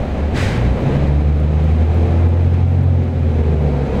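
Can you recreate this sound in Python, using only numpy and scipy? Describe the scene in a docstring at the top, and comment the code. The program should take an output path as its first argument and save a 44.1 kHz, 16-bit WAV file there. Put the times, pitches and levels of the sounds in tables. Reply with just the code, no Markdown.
"""A six-cylinder diesel picks up from idle, heard inside a bus crossing a steel bridge. It pulls and
eases off, its orders booming as they cross the cabin's resonances, over rumbling tyres and engine
clatter. The driveline whines slowly upward with road speed. Early on a valve lets out a puff of air;
faint ticks and shuddering loose fittings follow, and more gear tones swell as the engine eases."""
import sys
import numpy as np
from scipy import signal
from scipy.io import wavfile
from scipy.ndimage import uniform_filter1d

SR = 44100
rng = np.random.default_rng(int(sys.argv[2]) if len(sys.argv) > 2 else 0)


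def wav_record(signal):
    """Record a signal, one row per channel, as 16-bit PCM in the file named by sys.argv[1]."""
    frames = np.transpose(np.atleast_2d(signal))
    bounded = np.clip(frames, -1, 1)
    # unit amplitude maps onto the largest positive 16-bit level
    quanta = np.round(bounded * 32767).astype(np.int16)
    wavfile.write(sys.argv[1], SR, quanta)


N = 176400
TIME = np.arange(N) / SR


def from_db(db):
    """Decibels to gain."""
    return 10 ** (np.asarray(db) / 20)


def unit_rms(x):
    """Scale to unit level."""
    return x / np.sqrt(np.mean(x ** 2) + 1e-20)


def automation(rows):
    """A control curve drawn through (seconds, value) points."""
    return np.interp(TIME, *np.transpose(rows))


def eq_db(curve, hz):
    """Read an EQ curve on a log-frequency axis."""
    curve_hz, db = np.transpose(curve)
    return np.interp(np.log(hz), np.log(curve_hz), db)


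def drift(rate_hz):
    """A smooth random modulator with a spread of 1."""
    step, run_in = 40, 2000
    pole = np.exp(-2 * np.pi * rate_hz * step / SR)
    white = rng.standard_normal(N // step + run_in + 2)
    slow = signal.lfilter([1], [1, -2 * pole, pole * pole], white)[run_in:]
    return np.interp(np.arange(N) / step, np.arange(len(slow)), unit_rms(slow))


def tone(turns):
    """A sine of unit level with a random starting phase."""
    return np.sqrt(2) * np.sin(2 * np.pi * (turns + rng.random()))


def noise_bands(spectrum):
    """Third-octave bands of shaped noise, together of unit level: (centres, bands)."""
    edges = 20 * 2 ** np.arange(0, 10.1, 1 / 3)
    centres = np.sqrt(edges[1:] * edges[:-1])
    white = rng.standard_normal((2, N + SR // 4))
    octaves_outside = np.abs(np.log2(centres / np.clip(centres, spectrum[0][0], spectrum[-1][0])))
    bands = []
    for k, gain in enumerate(from_db(eq_db(spectrum, centres) - 12 * octaves_outside)):
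        bandpass = signal.butter(2, edges[k:k + 2], "band", fs=SR, output="sos")
        bands.append(gain * signal.sosfilt(bandpass, white[k % 2])[-N:])
    return centres, np.array(bands) / sum(bands).std()


def throbbing_noise(spectrum, cycle, depths, flicker_db):
    """Noise that pulses with the uneven firing: once, twice and six times an engine cycle."""
    noise = sum(band * from_db(flicker_db * drift(2.7)) for band in noise_bands(spectrum)[1])
    throb = sum(depth * np.cos(2 * np.pi * k * cycle) for k, depth in zip((1, 2, 6), depths))
    return unit_rms(noise) * (1 + throb)


def rings(modes):
    """Narrow, steep-sided resonances kept sounding by noise."""
    out = 0
    for hz, width, db in modes:
        b, a = signal.iirpeak(hz, hz / width, fs=SR)
        white = rng.standard_normal(N + SR // 4)
        ringing = signal.lfilter(b, a, signal.lfilter(b, a, white))[-N:]
        out = out + from_db(db) * unit_rms(ringing)
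    return out


# The revs. Each row: time in seconds, firings per second.
FIRING_RATE = [(0, 33), (.25, 36.5), (.45, 47), (.55, 55.5), (.68, 62.3), (.85, 67.4), (1, 70.1),
               (1.26, 73.7), (1.68, 78), (1.85, 80), (2.25, 85.3), (2.55, 87.6), (2.8, 89.8), (3.02, 87.7),
               (3.2, 83.5), (3.5, 77.7), (3.75, 70.7), (4, 65.5)]


def engine_speed():
    """Engine cycles per second, six firings to each, with a slight jitter."""
    return automation(FIRING_RATE) / 6 * (1 + 0.0031 * drift(8.6))


# The orders that stand out. Each entry: a multiple of the engine's cycle rate.
STRONG_ORDERS = [9, 10, 16, 17, 18, 24, 27, 36, 51]
# Their balance. Each entry: level in dB before cabin and load.
STRONG_ORDER_DB = [-23, -29, -34.5, -32, -31.5, -35, -29.5, -39, -28]
# The cabin's colour on the orders. Each row: frequency in Hz, gain in dB.
CABIN_EQ = [(20, 2), (48, -7), (62, -1.5), (75, -1), (92, 4.5), (108, -28), (125, 2.5), (140, 1),
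            (156, -12.5), (168, -8.5), (200, -4.5), (225, 1.5), (260, -1), (295, -9.5), (330, -12.5),
            (360, -6.5), (395, -12), (425, -23), (444, 1.5), (466, -19), (515, -12), (560, -18),
            (730, -16.5), (1100, -26)]
# Engine load, which drives the orders. Each row: time in seconds, gain in dB.
ENGINE_LOAD = [(0, -5), (.15, -7), (.26, -10.5), (.33, 0), (.6, -3.5), (.92, 3.5), (1.3, -1.5), (2.1, -1.5),
               (2.8, -0.5), (3.15, -2), (3.7, -2.5), (4, 3.5)]


def engine_orders(cycle, cycle_hz):
    """Harmonics of the engine cycle swell and sink as they glide through the cabin's resonances."""
    strong = dict(zip(STRONG_ORDERS, STRONG_ORDER_DB))
    weak_db, wander_turns = -38, 0.055
    out = 0
    for k in range(2, 66):
        if k in (6, 12):  # played by firing_boom
            continue
        order = tone(k * cycle + wander_turns * drift(3.8))
        flutter_db = (1.75 if k in strong else 3.5) * drift(2.96)
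        out = out + order * from_db(strong.get(k, weak_db) + eq_db(CABIN_EQ, k * cycle_hz) + flutter_db)
    return out * from_db(automation(ENGINE_LOAD))


# The boom at the firing rate. Each row: time in seconds, level in dB.
BOOM_LEVEL = [(0, -61), (.45, -33), (.58, -20.5), (.715, -12.5), (.78, -25), (.92, -27), (1.05, -16),
              (1.26, -13), (1.5, -15), (1.82, -11.5), (2.149, -13.5), (2.701, -13), (3, -14), (3.12, -19.5),
              (3.5, -14), (3.68, -15.5), (3.87, -26.5), (4, -16)]
# The drone an octave above it. Each row: time in seconds, level in dB.
DRONE_LEVEL = [(0, -23), (.18, -23), (.26, -15), (.31, -27), (.45, -19), (.55, -20.5), (.66, -18),
               (.72, -32), (.8, -25), (.95, -16.5), (1.2, -20.5), (1.399, -22), (1.68, -19), (1.879, -36),
               (3.348, -36.5), (3.5, -21), (3.76, -20.5), (3.9, -28)]


def firing_boom(cycle, flutter_db=1.63):
    """The firing pulse: a boom and its octave, locked in phase, each fluttering in level."""
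    firing = 2 * np.pi * 6 * cycle
    boom = np.cos(firing) * from_db(automation(BOOM_LEVEL) + flutter_db * drift(13.4))
    drone = np.cos(2 * firing) * from_db(automation(DRONE_LEVEL) + flutter_db * drift(13.4))
    return np.sqrt(2) * (boom + drone)


# Colour of the tyre and body rumble. Each row: frequency in Hz, relative density in dB.
ROAD_EQ = [(20, 0), (42, -3), (65, 0.5), (100, 3.5), (160, 6), (240, -2), (330, -3.5), (520, -2.5),
           (780, -9.5), (1100, -20.5), (2000, -31)]
# Cabin panels. Each row: frequency in Hz, width in Hz, level in dB against the rumble.
PANEL_RINGS = [(225, 44, -10), (498.3, 45, -16.5), (523.2, 47, -15.5), (700.4, 36, -23), (740.6, 24, -22.5),
               (847, 34, -21)]
# Fader for rumble and panels. Each row: time in seconds, gain in dB.
ROAD_LEVEL = [(0, -22.5), (.3, -23), (.6, -21.5), (.92, -19.5), (1.25, -26.5), (1.6, -25), (2.1, -22),
              (2.85, -29), (3.2, -29), (3.55, -22), (3.85, -26), (4, -21.5)]


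def road_rumble(cycle):
    """Tyres and body rumble while the road keeps the cabin's panels ringing."""
    rumble = throbbing_noise(ROAD_EQ, cycle, depths=(0.083, 0.04, 0.12), flicker_db=1.34)
    return from_db(automation(ROAD_LEVEL)) * (rumble + rings(PANEL_RINGS))


# Colour of the clatter, and of the shudders. Each row: frequency in Hz, relative density in dB.
CLATTER_EQ = [(600, -12), (1000, 5), (1300, 2.5), (1650, 1), (2450, 2), (3000, -6.5), (3800, -6.5),
              (4600, -16), (6300, -17), (8000, -25.5), (10000, -31.5), (13000, -37), (15500, -38.5)]
# The engine casing. Each row: frequency in Hz, width in Hz, level in dB against the clatter.
CASING_RINGS = [(1249, 26, -22), (1381, 34, -17), (1580, 18, -17), (1690, 36, -15), (1963, 47, -21.5),
                (2286, 17, -21.5), (2610, 50, -22), (4010, 16, -31), (4450, 34, -30)]
# Fader for clatter and casing. Each row: time in seconds, gain in dB.
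CLATTER_LEVEL = [(0, -39), (.3, -39.5), (.65, -35.5), (.8, -36.5), (.95, -34.5), (1.15, -39), (1.48, -41.5),
                 (1.7, -38.5), (2.05, -39), (2.48, -41.5), (2.56, -39.5), (2.85, -44), (3.2, -43),
                 (3.5, -39), (3.75, -40.5), (4, -36.5)]


def engine_clatter(cycle):
    """Mechanical noise throbs lightly with the firing, and the casing rings."""
    clatter = throbbing_noise(CLATTER_EQ, cycle, depths=(0.028, 0.016, 0.05), flicker_db=0)
    return from_db(automation(CLATTER_LEVEL)) * (clatter + rings(CASING_RINGS))


# The whine's climb. Each row: time in seconds, pitch in Hz.
WHINE_PITCH = [(0, 280.5), (.8, 288.5), (1.4, 303), (2.05, 330.5), (2.65, 358.5), (3.1, 381), (3.5, 390.5),
               (4, 393.5)]
# Its swells. Each row: time in seconds, level in dB.
WHINE_LEVEL = [(0, -53), (.8, -34), (1.2, -29.5), (1.7, -43.5), (2.05, -29), (2.35, -35.5), (2.8, -47),
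               (3.1, -34.5), (3.28, -38.5), (3.5, -28), (4, -48)]


def driveline(mesh_ratio=1.345, mesh_db=-28.5, flutter_db=1.8):
    """Gears climb with road speed: a whine, a second mesh coloured by the cabin, then overrun tones."""
    hz = automation(WHINE_PITCH) * (1 + 0.0032 * drift(14))
    turns = np.cumsum(hz) / SR
    mesh = tone(mesh_ratio * turns) * from_db(mesh_db + eq_db(CABIN_EQ, mesh_ratio * hz))
    late_tones = overrun(turns, flutter_db)
    whine = tone(turns) * from_db(automation(WHINE_LEVEL) + flutter_db * drift(3))
    return whine + mesh + late_tones


# Colour of the puff as it opens. Each row: frequency in Hz, relative density in dB.
PUFF_EQ = [(500, -1), (900, -1.5), (1300, -2), (1800, 0), (2450, -1.5), (3100, -5.5), (4000, -6.5),
           (5200, -13), (8200, -16), (10500, -32), (15500, -34)]
# The air vent. Each row: frequency in Hz, width in Hz, level in dB against the opening hiss.
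VENT_RINGS = [(1596, 170, -10.5), (2010, 500, -7)]


def air_puff(start_s=0.337, attack_s=0.036, hold_s=0.057, shut_after_s=0.23, gain_db=-26.5):
    """A valve opens and holds; its hiss sinks and dulls as the pressure drops, and dies once it shuts."""
    fall, treble_fall, tail_fall = 32, 40, 75.5  # dB per second, adding together
    age = TIME - start_s
    opening = np.clip(age / attack_s, 0, 1)
    falling_s = np.maximum(age - attack_s - hold_s, 0)
    hiss = sum(band * from_db(-falling_s * treble_fall * min(hz / 6000, 1))
               for hz, band in zip(*noise_bands(PUFF_EQ)))
    level_db = gain_db - fall * falling_s - tail_fall * np.maximum(age - shut_after_s, 0)
    return from_db(level_db) * opening * (hiss + rings(VENT_RINGS))


# Faint dry ticks. Each row: start in seconds, level in dB before trim and low cut.
TICKS = [(0.8061, -39), (1.1573, -40), (1.2386, -54), (1.4007, -34), (1.6407, -35), (1.8562, -39),
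         (1.9445, -34), (2.1904, -45), (2.288, -37), (2.4094, -44), (2.5466, -49), (2.701, -42),
         (2.7452, -43), (2.836, -38), (3.0375, -39), (3.6267, -38)]


def ticks(trim_db=-4, decay_s=0.0005, low_cut_hz=6000):
    """Tiny bright bursts of noise, each gone in a few milliseconds."""
    envelope = sum(from_db(db + trim_db) * (TIME >= start) * np.exp(-np.abs(TIME - start) / decay_s)
                   for start, db in TICKS)
    low_cut = signal.butter(2, low_cut_hz, "high", fs=SR, output="sos")
    return signal.sosfilt(low_cut, envelope * rng.choice([-1, 1], N) + 1e-18)


# Loose fittings. Each row: start in seconds, level in dB at the top of the swell.
SHUDDERS = [(.875, -42), (1.065, -37.5), (2.535, -39), (3.026, -45)]


def shudders(rise_s=0.0083):
    """Loose fittings buzz for a moment and settle."""
    envelope = 0
    for start, db in SHUDDERS:
        age = np.maximum(TIME - start, 0) / rise_s
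        envelope = envelope + from_db(db) * age * np.exp(1 - age)
    return envelope * noise_bands(CLATTER_EQ)[1].sum(0)


# Late driveline tones. Each row: pitch in Hz at full road speed, level in dB once swelled.
OVERRUN_TONES = [(449, -32), (492, -33), (750, -41.5), (926, -47.5), (1375, -56)]


def overrun(whine_turns, flutter_db, start_s=3.12, rise_s=0.34):
    """More gear tones fade in as the engine eases, tracking the whine's pitch."""
    top_hz = WHINE_PITCH[-1][1]
    swell = np.clip((TIME - start_s) / rise_s, 0, 1)
    return swell * sum(tone(whine_turns * hz / top_hz) * from_db(db + flutter_db * drift(10))
                       for hz, db in OVERRUN_TONES)


def scene():
    """The mono mix, as heard from a window seat."""
    cycle_hz = engine_speed()
    cycle = np.cumsum(cycle_hz) / SR
    bed = road_rumble(cycle) + engine_clatter(cycle)
    engine = engine_orders(cycle, cycle_hz) + firing_boom(cycle)
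    return (engine + bed + driveline() + air_puff() + shudders() + ticks())[None]


def record(dry):
    """The microphone adds a faint hiss, a quick limiter holds the peaks, and the top is cut."""
    hiss_db, ceiling_db, release_db_per_s, high_cut_hz = -70, -5.4, 25, 15700
    dry = dry + from_db(hiss_db) * rng.standard_normal(N)
    over_db = np.maximum(20 * np.log10(np.abs(dry[0]) + 1e-9) - ceiling_db, 0)
    recovery_db = release_db_per_s * TIME
    held_db = np.maximum.accumulate(over_db + recovery_db) - recovery_db
    reduction_db = uniform_filter1d(held_db, size=24)
    high_cut = signal.ellip(10, .1, 80, high_cut_hz, fs=SR, output="sos")
    return signal.sosfilt(high_cut, dry * from_db(-reduction_db))


dry = scene()
out = record(dry)
wav_record(out)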